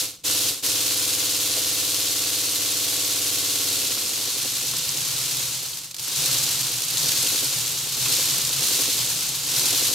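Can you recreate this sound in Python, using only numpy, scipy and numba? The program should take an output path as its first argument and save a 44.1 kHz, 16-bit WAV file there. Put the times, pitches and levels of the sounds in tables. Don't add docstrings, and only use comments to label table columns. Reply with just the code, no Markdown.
import sys
import numpy as np
from scipy import signal
from scipy.fft import rfft, irfft, next_fast_len
from scipy.io import wavfile
from scipy.ndimage import uniform_filter1d
from numba import njit

SR = 44100
rng = np.random.default_rng(int(sys.argv[2]) if len(sys.argv) > 2 else 0)


def put_to_file(sound):
    columns = np.atleast_2d(sound).T
    safe = np.clip(columns, -1, 1)
    whole_steps = np.round(safe * 32767)
    wavfile.write(sys.argv[1], SR, whole_steps.astype(np.int16))


def gain_from_db(level_db):
    decades = np.asarray(level_db, float) / 20
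    return 10 ** decades


N = 438354

# crank angle in turns, table force running fast (minus = downwards),
# table level running slow in dB, frame force (minus = downwards), pin level in dB, puff level in dB.
STROKES = [
    (-.032, .76, -9, .76, -12, -4),
    (.186, -.12, -14, 1, -5, -3),
    (.3, .51, -14, .65, -1, -5),
    (.425, -.83, -12, .57, -9, 1),
    (.518, -.55, -3, -.4, 0, -1),
    (.648, -.91, -8, -.47, -8, -4),
    (.741, .17, -12, -.31, -9, -5),
    (.791, 1, -8, -.36, -2, -3),
    (.934, .88, -4, .23, -4, -4),
]
# frequency in Hz, level in dB per Hz.
AIR = [(530, -19.5), (900, -13), (1100, -12.5), (1230, -14), (1370, -13.5), (1940, -12.5), (2800, -5),
       (4260, 0.5), (4860, -1.5), (6560, -1), (10600, -6), (12200, -5.5), (14600, -11), (15700, -15)]
TIGHT_S, TIGHT_DB = .00004, .6
CHATTER = .12


def unit(x):
    return x / np.sqrt(np.mean(x ** 2))


@njit
def svf(x, hz, width):
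    y, b, l = np.empty(len(x)), 0., 0.
    g, k = np.tan(np.pi * hz / SR), width / hz
    for i in range(len(x)):
        v = (b + g * (x[i] + 1e-18 - l)) / (1 + g * (g + k))
        b, l, y[i] = 2 * v - b, l + 2 * g * v, k * v
    return y


def ring(x, modes):
    out = 0
    for k, (hz, width, db) in enumerate(modes):
        out = out + (-1) ** k * gain_from_db(db) * svf(x, 1. * hz, 1. * width) / np.sqrt(width)
    return out


def fade(x, s):
    return signal.lfilter([1], [1, -np.exp(-1 / (s * SR))], x)


def clicks(s, size):
    where = np.clip(np.ravel(s) * SR, 0, N - 1).astype(int)
    return np.bincount(where, np.ravel(size), N)


def colour(x, spectrum):
    hz, db = np.transpose(spectrum)
    size = next_fast_len(N)
    f = np.maximum(np.arange(size // 2 + 1) * SR / size, 1)
    return irfft(rfft(x, size) * gain_from_db(np.interp(np.log(f), np.log(hz), db)), size)[..., :N]


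def even(x, s):
    width = int(s * SR)
    power = uniform_filter1d(uniform_filter1d(x ** 2, width), width)
    return x / np.sqrt(np.maximum(power, 1e-12))


def walk(rate):
    k = int(SR / rate)
    held = np.repeat(rng.standard_normal(N // k + 1), k)
    return unit(uniform_filter1d(uniform_filter1d(held, k), k)[:N])


def room():
    # frequency in Hz, level in dB per Hz.
    room_tone = [(15, -36), (25, 8), (152, 19), (707, -20), (1350, -15), (1630, -48), (4300, -19),
                 (5640, -22), (7580, -35), (15700, -35)]
    return unit(colour(rng.standard_normal((2, N)), room_tone)) * gain_from_db(-60)


def bump():
    # frequency in Hz, width in Hz, level in dB.
    bump_modes = [(390, 35, 2), (507, 25, 7), (635, 25, 0), (780, 45, 2)]
    knock = fade(clicks([1.565], [1.]), .015) * rng.standard_normal(N)
    return unit(ring(knock, bump_modes)) * gain_from_db(-61)


def crank():
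    # time in seconds, crank turns done, while a hand pump drives the engine.
    pumped = [(5.318, 71.5), (5.657, 74.5), (6.17, 77.5), (6.271, 78.5), (6.842, 83.5), (6.98, 84.5),
              (7.09, 85.5), (7.278, 87.5), (7.451, 89.5), (7.555, 90.5), (8.121, 95.5), (8.304, 97.5),
              (8.645, 100.5), (8.989, 104.5), (9.472, 108.5), (9.663, 110.5), (9.95, 113.7)]
    n = np.arange(-16, 72.)
    drag = .375e-6 * np.maximum(n, 0) ** 3
    throttle = .001648 * np.maximum(n - 53.45, 0) ** 2
    stumble = np.interp(n, (-5, -2), (.016, 0))
    s = .7835 + .054 * n + drag + throttle - stumble
    return np.concatenate([[s, n], np.transpose(pumped)], axis=1)


def strokes():
    s, turns = crank()
    angle = np.arange(turns[0] - 1, turns[-1])[:, None] + np.array(STROKES)[:, 0]
    at = np.interp(angle, turns, s)
    period = np.interp(angle + .5, turns, s) - np.interp(angle - .5, turns, s)
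    slow = np.clip((period - .06) / .05, 0, 1)
    return at, slow * (angle < turns[-1])


def pressure(t):
    # time in seconds, level of the air from the tank in dB.
    tank = [(0, -24), (.85, -25), (2.34, -26), (3.78, -25.5), (4.04, -27.5), (5.0, -28), (5.4, -27.5),
            (5.78, -35), (5.95, -43.5)]
    # peak in seconds, peak level in dB, rise in dB per second, hold in seconds.
    surges = [
        (6.234, -24, 40, 0.1),
        (7.044, -24, 28, 0.26),
        (8.1, -23, 35, 0.061),
        (8.66, -23, 34, 0.099),
        (9.57, -23, 49, .24),
    ]
    # closes in seconds, opens in seconds, fall in dB per second, opening time in seconds.
    cuts = [
        (.005, 0.233, 129, 0.014),
        (0.494, 0.621, 123, 0.011),
    ]
    levels = []
    for peak_s, peak_db, rise, hold in surges:
        sag = 10 * np.maximum(t - peak_s - hold, 0)
        levels.append(peak_db - rise * np.maximum(peak_s - t, 0) - sag)
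    levels[0] += np.interp(t, (5.87, 5.965, 6.0), (-8, -8, 0))
    levels.append(np.interp(t, *np.transpose(tank)))
    db = uniform_filter1d(np.max(levels, axis=0), int(0.027 * SR))
    for shut, opens, fall, opening in cuts:
        since = np.maximum(t - opens, 0)
        left = gain_from_db(-fall * np.clip(t - shut, 0, opens - shut))
        opened = (1 - np.exp(-since / opening)) ** 2
        overshoot = gain_from_db(2.5 * np.exp(-since / 0.053))
        db = db + 20 * np.log10(left + opened * (overshoot - left))
    return db


def load(t, slack):
    s, turns = crank()
    turn = np.interp(t, s, turns)
    hz = 1 / (np.interp(turn + .5, turns, s) - np.interp(turn - .5, turns, s) + 1e-9)
    crawl_hz, labour_hz = 7.9, 11.9
    labour = np.clip(labour_hz - hz, 0, labour_hz - crawl_hz)
    boom = 9.5 * np.exp(-((np.maximum(hz, crawl_hz) - 8.9) / 2.03) ** 2)
    table_db = -22.5 - 3 * slack + boom
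    frame_db = -15.5 - slack - labour
    top_db = -3.5 - 4 * slack + 0.42 * labour
    return table_db, frame_db, top_db


def blows(at, slow, db, tight_s, loose_s, tight_db, loose_db, way):
    chance = rng.standard_normal(at.shape + (2,))
    s = at + (tight_s + loose_s * slow) * chance[..., 0]
    running = (at < at.max()) * (at > 0)
    return clicks(s, running * way * gain_from_db(db + (tight_db + loose_db * slow) * chance[..., 1]))


def air(at, slow, slack, top_db):
    edges_hz = [500, 1500, 2600, 4800, 9000, 17000]
    bands = [(.2, 0.17, 0.66, 0.1), (.25, .2, 0.24, 0.3), (.3, 0.15, 0.12, 0.3), (.4, 0.12, 0.16, 0.34),
             (.6, 0.35, 0.17, 0.7)]
    f = np.arange(N // 2 + 1) * SR / N
    rattle_s = rng.uniform(0, N / SR, 6000)
    rattle = gain_from_db(0.77 * np.minimum(rng.exponential(size=6000), 4))
    rattle = unit(fade(clicks(rattle_s, rattle), 0.00062))
    swell = walk(30)
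    puff_db = np.array(STROKES)[:, 5]
    shared = unit(fade(blows(at, slow, puff_db, 0.00051, .004, 1.4, 1.6, 1.), 0.0075))
    fast_hush_db = -9 * (1 - slack)
    out = 0
    for lo_hz, hi_hz, (puff_share, grit, hush, top) in zip(edges_hz, edges_hz[1:], bands):
        own = unit(fade(blows(at, slow, puff_db, 0.00094, 0.0022, 4.0, 8.7, 1.), 0.0027))
        gate = 1 + puff_share * (shared + 0.35 * own) + grit * rattle
        gate = gate * gain_from_db(.5 * swell + 0.21 * walk(42))
        noise = irfft(rfft(rng.standard_normal((2, N))) * ((f >= lo_hz) & (f < hi_hz)), N)
        out = out + noise * even(gate, 0.065) * gain_from_db(top * top_db + hush * fast_hush_db)
    return out


def hiss(at, slow, slack, top_db, air_db):
    dulling = 0.74 * np.minimum(air_db + 35, 0)
    return unit(colour(air(at, slow, slack, top_db + 5.5 + dulling), AIR)) * gain_from_db(air_db + 1.5)


def vent(events, s):
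    at, db = np.transpose(events)
    return uniform_filter1d(fade(clicks(at, gain_from_db(db)), s), 30) * rng.standard_normal((2, N))


def bursts():
    # time in seconds, peak in dB.
    lone = [
        (5.6412, -25),
        (5.7719, -19),
        (5.843, -23),
        (5.856, -25),
        (5.911, -22),
        (5.944, -20),
        (5.965, -22),
        (5.983, -24),
        (5.9954, -21),
    ]
    # time in seconds, peak in dB.
    cracks = [(0.6994, -9), (0.7544, -12), (0.8094, -14), (0.9138, -9), (1.9445, 2), (2.2732, -10),
              (3.557, 3), (3.9095, -12), (5.0085, -17), (5.233, -12), (5.3472, -1), (6.1749, -9),
              (6.3036, -10), (6.3844, -14), (6.4143, -8), (6.5261, -17), (6.8204, 4), (6.9546, -17),
              (6.9955, -7), (7.1194, 1), (7.5847, -15), (7.8695, -25), (9.3606, -13), (9.4484, -13),
              (9.774, -6), (9.8789, -8)]
    gain = 1 / np.sqrt(np.sum(colour(clicks([1.], [1.]), AIR) ** 2))
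    both = vent(lone, 0.0062) * gain_from_db(-8) + vent(cracks, 0.0018) * gain_from_db(-19.5)
    return colour(both, AIR) * gain


def sway():
    return unit(svf(svf(rng.standard_normal(N), 46.2, 44.), 46.2, 44.))


def pin_rattle(at, slow, slack):
    # frequency in Hz, width in Hz, level in dB.
    pin_modes = [(825, 37, -9.5), (995, 72, -3.5), (1117, 83, 0.5), (1258, 50, -4.5), (1320, 57, -0.5),
                 (1455, 66, -0.5)]
    # frequency in Hz, width in Hz, level in dB.
    high_modes = [(1773, 45, -7), (2037, 100, -2.5), (2730, 350, 6)]
    ticks = blows(at, slow, np.array(STROKES)[:, 4], TIGHT_S, 0.002006, 2 * TIGHT_DB, 10.0, 1.)
    noise = (CHATTER + 2.0 * slack) * rng.standard_normal(N)
    return even(ring(unit(ticks) + noise, list(pin_modes) + list(high_modes)), .2)


def frame_knock(at, slow, slack):
    # frequency in Hz, width in Hz, level in dB.
    frame_modes = [(228.4, 21, -6.5), (272.7, 28.5, 0), (303.4, 56, 1), (349.5, 13.3, -6.5), (379, 42, -4),
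                   (432, 40, -3.5), (468.4, 31, -2), (493.7, 42.4, 1), (545, 29, -3.5), (663, 30, -8.5),
                   (760, 60, -8.5)]
    force = np.array(STROKES)[:, 3]
    db = 20 * np.log10(np.abs(force)) * (1 + 1.2 * slow)
    knocks = blows(at, slow, db, TIGHT_S, .0006, TIGHT_DB, 2.5, np.sign(force))
    noise = (CHATTER + 0.78 * slack ** 2) * rng.standard_normal(N)
    return even(ring(unit(knocks) + noise, frame_modes), .2)


def table_thump(at, slow, slack):
    # frequency in Hz, width in Hz, level in dB.
    fast_modes = [(59, 36, -36.5), (79, 9, -12), (88, 30, -7), (110, 14, 0), (136, 36, -4), (163, 25, -9)]
    # frequency in Hz, width in Hz, level in dB.
    slow_modes = [(100, 50, -4.5), (124, 46, -3.5), (121, 11, 1), (146.5, 9.7, -3), (168.4, 8.6, -6.5)]
    _, force, slow_db, _, _, _ = np.transpose(STROKES)
    fast_db = 20 * np.log10(np.abs(force))
    hum = blows(at - .002, slow, fast_db, TIGHT_S, 0.0064, TIGHT_DB, 3.0, np.sign(force))
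    hum = ring(unit(hum) + CHATTER * rng.standard_normal(N), fast_modes)
    thump = blows(at, slow, slow_db, TIGHT_S, .001, TIGHT_DB, 2.0, 1.)
    thump = ring(unit(thump) + .4 * rng.standard_normal(N), slow_modes)
    return even((1 - slack) * unit(hum) + slack * unit(thump), .2)


def engine(at, slow, slack, table_db, frame_db):
    return (table_thump(at, slow, slack) * gain_from_db(table_db)
            + frame_knock(at, slow, slack) * gain_from_db(frame_db)
            + pin_rattle(at, slow, slack) * gain_from_db(-17 - 2.5 * slack)
            + sway() * gain_from_db(-41 + .5 * (table_db + 18)))


def spread(pair):
    # frequency in Hz, side minus mid in dB.
    likeness = [(60, -6), (110, -27), (200, -16), (380, -21.5), (700, -15), (1290, -14.5), (2380, -13.5),
                (4400, -7.5), (8120, -5), (15000, -0.5)]
    side = colour(pair[1], likeness)
    return np.array([pair[0] + side, pair[0] - side])


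def scene():
    t = np.arange(N) / SR
    at, slow = strokes()
    slack = np.interp(t, at.ravel(), slow.ravel())
    air_db = pressure(t)
    table_db, frame_db, top_db = load(t, slack)
    solid = engine(at, slow, slack, table_db, frame_db) * gain_from_db(air_db) + bump()
    solid = np.array([solid, np.roll(solid, 190)])
    return spread(room() + bursts() + hiss(at, slow, slack, top_db, air_db) + solid)


def low_pass(x):
    return signal.sosfilt(signal.butter(12, 15760, fs=SR, output="sos"), x)


def record(dry):
    cut = signal.ellip(10, .2, 80, 15740, fs=SR, output="sos")
    return low_pass(signal.sosfilt(cut, dry))


dry = scene()
out = record(dry)
put_to_file(out)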